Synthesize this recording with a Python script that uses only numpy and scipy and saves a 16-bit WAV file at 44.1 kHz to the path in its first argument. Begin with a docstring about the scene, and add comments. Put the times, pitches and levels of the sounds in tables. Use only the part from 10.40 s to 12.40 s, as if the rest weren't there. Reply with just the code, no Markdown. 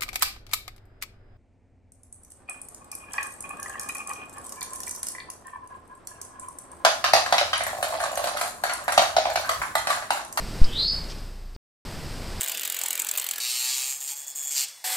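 """Animal whistle in a forest, heard through a wildlife camera.

One thin, rough whistle slides upward: three unsteady sine lines, scattered by noise-tail echoes.
The camera adds coloured hiss, a low harmonic buzz, a faint whine, one electrical thump and
clicks of its housing, made of decaying modes and noise bursts. Swells of noise are dry leaves.
The hiss sinks away, the sound cuts out for a moment, then returns, the buzz last.
"""
import sys
import numpy as np
from scipy import signal
from scipy.fft import rfft, irfft
from scipy.io import wavfile

SR = 44100
rng = np.random.default_rng(int(sys.argv[2]) if len(sys.argv) > 2 else 0)


def to_wav(s):
    """Save 16-bit WAV."""
    ch = np.atleast_2d(s).T  # columns
    pcm = np.round(np.clip(ch, -1, 1) * 32767)  # PCM
    wavfile.write(sys.argv[1], SR, pcm.astype(np.int16))


N = 88200

# Call, rough while it climbs, clearer at the top: time_s, pitch_hz, unsteadiness_hz
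CALL_PITCH_TRACK = [(.28, 3010, 200), (.33, 3280, 150), (.36, 3688, 160), (.40, 4112, 140),
                    (.44, 4328, 105), (.475, 4475, 75), (.52, 4494, 60), (.59, 4449, 45)]
# Call lines before the forest, rms: time_s, main_db, lower_side_db, upper_side_db
CALL_LINE_LEVELS = [(.265, -46, -61.5, -82), (.322, -39, -51.5, -69.5), (.352, -29.5, -41, -49.5),
                    (.395, -25, -35, -29), (.445, -23.5, -37, -32.5), (.48, -25, -49.5, -26),
                    (.535, -34, -51, -28), (.575, -34, -69, -40), (.59, -55, -73, -64)]
# Housing clicks, gain before the band filter: start_s, level_db
HOUSING_CLICKS = [(0.2431, -18), (1.1500, -39)]
# Housing modes, relative to the click: mode_hz, level_db, t60_s
HOUSING_MODES = [(2900, -15.5, .006), (4500, -10.5, .015), (4760, -21.5, .06), (4960, -16.5, 0.046),
                 (5200, -14.5, .012), (5900, -17, .006)]
# Leaf rustles: peak_s, level_db, decay_each_side_s
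LEAF_RUSTLES = [(0.703, -40, 0.009), (0.722, -44, 0.0077), (0.788, -46.5, 0.0077), (.853, -53, .005)]
# Leaf noise colour, relative: freq_hz, density_db (per Hz)
LEAF_SPECTRUM = [(1500, -14), (3300, -4), (4000, -5), (5000, 3.5), (6200, -4), (8000, -20), (15000, -28)]
# Hiss colour, peaking where the housing resonates, relative: freq_hz, density_db (per Hz)
HISS_SPECTRUM = [(20, 1.5), (60, -3), (120, -2), (250, -8.5), (500, -13), (1000, -17.5), (1900, -21),
                 (3500, -24), (4300, -22.5), (4900, -19), (5400, -23), (6200, -29), (7300, -29.5),
                 (7900, -26), (8150, -30.5), (8450, -22.5), (8750, -32.5), (11000, -34), (15000, -38)]
# Hiss level, part common to both channels, rms: time_s, level_db
HISS_LEVEL_TRACK = [(0, -35.5), (.25, -35.5), (.445, -37), (.478, -41), (.502, -42), (.53, -36.5),
                    (.72, -38.5), (.79, -40.5), (.95, -46.5), (1.11, -50.5), (1.164, -50.5), (1.45, -35),
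                    (1.56, -36), (2, -35)]
# Colour of the hiss that differs between channels, relative: freq_hz, density_db (per Hz)
SIDE_HISS_SPECTRUM = [(30, 21.5), (120, -10.5), (500, -31), (2000, -35.5), (8000, -36), (15000, -38.5)]

SIDE_TONE_OFFSET_HZ = 498.5
RASP_RATE_HZ, FLUTTER_DB = 180, 2  # corner of the pitch and level drift; spread of the level
DIRECT_DB = -4.5
SCATTER_DB, SCATTER_T60_S = -3.5, 0.3  # near trunks
FOREST_DB, FOREST_T60_S = -14.5, 0.71  # deeper wood
THUMP_START_S, THUMP_DB = 0.216, 0  # gain before the envelope
THUMP_RISE_S, THUMP_FALL_S, THUMP_SWING_HZ = 0.0034, 0.033, 3.1
CRACK_DB, CRACK_DECAY_S = -11.5, 0.001  # relative to the click
CHATTER_DB, CHATTER_DECAY_S = 2, 0.0124  # the loose shell sizzles on
LEAF_GRAIN_DB, LEAF_GRAIN_RATE_HZ = 3.06, 400
BUZZ_HZ, BUZZ_DB, BUZZ_EDGE_HZ = 29.45, -36, 220  # frame rate; rms; corner of the treble loss
BUZZ_WAVER_DB, BUZZ_WAVER_RATE_HZ = 1.3, 5.2
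BUZZ_RETURN_S, BUZZ_RISE_S = 1.63, 0.043
WHINE_HZ, WHINE_DB = 11920, -73.5
SIDE_HISS_DB = -16  # relative to the common hiss
MUTE_FROM_S, MUTE_TO_S, MUTE_RAMP_S = 1.164, 1.451, 0.000066
CUTOFF_HZ = 15250


def from_db(db):
    """Decibels to gain."""
    return 10 ** (np.asarray(db) / 20)


def rms_one(x):
    """Scale to an rms of 1."""
    return x / np.sqrt(np.mean(x ** 2) + 1e-20)


def seconds():
    """Time of every sample."""
    return np.arange(N) / SR


def in_time(rows):
    """Table columns as curves over time."""
    time_s, *columns = np.transpose(rows)
    return [np.interp(seconds(), time_s, column) for column in columns]


def drift(rate_hz):
    """Smooth random curve, rms 1: white noise rolled off above rate_hz."""
    bins_hz = np.fft.rfftfreq(N, 1 / SR)
    rolloff = 1 + (bins_hz / rate_hz) ** 2
    return rms_one(irfft(rfft(rng.standard_normal(N)) / rolloff, N))


def noise(spectrum):
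    """Noise of the given colour, rms 1."""
    freq_hz, density_db = np.transpose(spectrum)
    bins_hz = np.fft.rfftfreq(N, 1 / SR)
    gain = from_db(np.interp(np.log(bins_hz + 1), np.log(freq_hz), density_db))
    return rms_one(irfft(rfft(rng.standard_normal(N)) * gain, N))


def burst(age_s, decay_s, low_hz, high_hz):
    """Band noise that starts at once and dies away exponentially."""
    band = signal.butter(2, [low_hz, high_hz], "band", fs=SR, output="sos")
    envelope = (age_s > 0) * np.exp(-age_s / decay_s)
    return signal.sosfilt(band, rng.standard_normal(N) * envelope + 1e-18)


def echoes(x, t60_s):
    """Dense reflections: convolution with a decaying noise tail of unit energy."""
    tail = rng.standard_normal(N) * from_db(-60 * seconds() / t60_s)
    return signal.fftconvolve(x, tail / np.sqrt(np.sum(tail ** 2)))[:N]


def call():
    """Rising, rasping whistle with a side tone on either hand; the upper takes over at the top."""
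    t = seconds()
    pitch_hz, unsteadiness_hz = in_time(CALL_PITCH_TRACK)
    pitch_hz = pitch_hz + unsteadiness_hz * drift(RASP_RATE_HZ)
    out = np.zeros(N)
    for side, level_db in zip((0, -1, 1), in_time(CALL_LINE_LEVELS)):
        line_hz = pitch_hz + side * SIDE_TONE_OFFSET_HZ
        phase = 2 * np.pi * (np.cumsum(line_hz) / SR + rng.random())
        gain = from_db(level_db + FLUTTER_DB * drift(RASP_RATE_HZ))
        out += gain * np.sqrt(2) * np.sin(phase)
    return out * (t > CALL_LINE_LEVELS[0][0]) * (t < CALL_LINE_LEVELS[-1][0])


def forest(x):
    """Near trunks smear the sound; the deeper wood adds a soft tail."""
    direct = from_db(DIRECT_DB) * x
    scatter = from_db(SCATTER_DB) * echoes(x, SCATTER_T60_S)
    tail = from_db(FOREST_DB) * echoes(x, FOREST_T60_S)
    return direct + scatter + tail


def thump():
    """Switching jolt: the voltage drops quickly and swings slowly back."""
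    age_s = np.maximum(seconds() - THUMP_START_S, 0)
    envelope = (1 - np.exp(-age_s / THUMP_RISE_S)) * np.exp(-age_s / THUMP_FALL_S)
    return -from_db(THUMP_DB) * envelope * np.cos(2 * np.pi * THUMP_SWING_HZ * age_s)


def housing_clicks():
    """Tiny crack, short bright ring of the plastic's modes, a little chatter after it."""
    out = np.zeros(N)
    for start_s, click_db in HOUSING_CLICKS:
        age_s = np.maximum(seconds() - start_s, 0)
        ring = np.zeros(N)
        for mode_hz, mode_db, t60_s in HOUSING_MODES:
            ring += from_db(mode_db - 60 * age_s / t60_s) * np.sin(2 * np.pi * mode_hz * age_s)
        crack = from_db(CRACK_DB) * burst(age_s, CRACK_DECAY_S, 2500, 6000)
        chatter = from_db(CHATTER_DB) * burst(age_s, CHATTER_DECAY_S, 4600, 5220)
        out += from_db(click_db) * (ring + crack + chatter)
    band = signal.butter(2, [2300, 6500], "band", fs=SR, output="sos")
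    return signal.sosfilt(band, out)


def leaves():
    """Brief rustles in the leaf litter: coloured noise with a fast, grainy level."""
    t = seconds()
    swell = np.zeros(N)
    for peak_s, level_db, decay_s in LEAF_RUSTLES:
        swell += from_db(level_db) * np.exp(-np.abs(t - peak_s) / decay_s)
    rustle = swell * noise(LEAF_SPECTRUM)
    grain = from_db(LEAF_GRAIN_DB * drift(LEAF_GRAIN_RATE_HZ))
    return rustle * grain


def buzz():
    """Low electrical buzz, one cusp per frame from 1/k^2 harmonics; returns late after the break."""
    t = seconds()
    phase = 2 * np.pi * BUZZ_HZ * (t - MUTE_FROM_S)
    wave = np.zeros(N)
    for k in range(1, 20):
        wave -= np.cos(k * phase) / k ** 2 / np.hypot(1, k * BUZZ_HZ / BUZZ_EDGE_HZ)
    running = (t < MUTE_FROM_S) + np.clip((t - BUZZ_RETURN_S) / BUZZ_RISE_S, 0, 1)
    gain = from_db(BUZZ_DB + BUZZ_WAVER_DB * drift(BUZZ_WAVER_RATE_HZ))
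    return gain * rms_one(wave) * running


def whine():
    """Faint, high, steady sine."""
    return from_db(WHINE_DB) * np.sqrt(2) * np.sin(2 * np.pi * WHINE_HZ * seconds())


def hiss():
    """Still air and microphone noise, nearly the same in both channels."""
    level_db, = in_time(HISS_LEVEL_TRACK)
    common = noise(HISS_SPECTRUM)
    side = from_db(SIDE_HISS_DB) * noise(SIDE_HISS_SPECTRUM)
    opposite_signs = np.array([[1], [-1]])
    return from_db(level_db) * (common + side * opposite_signs)


def scene():
    """Call and leaves over the camera's own noises."""
    return hiss() + forest(call()) + leaves() + housing_clicks() + buzz() + whine() + thump()


def record(dry):
    """Sound cuts out briefly; a steep low-pass removes the top."""
    t = seconds()
    outside_mute_s = np.maximum(MUTE_FROM_S - t, t - MUTE_TO_S)
    live = np.clip(outside_mute_s / MUTE_RAMP_S, 0, 1)
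    lowpass = signal.ellip(12, 0.1, 80, CUTOFF_HZ, fs=SR, output="sos")
    return signal.sosfilt(lowpass, dry * live + 1e-18)


dry = scene()
out = record(dry)
to_wav(out)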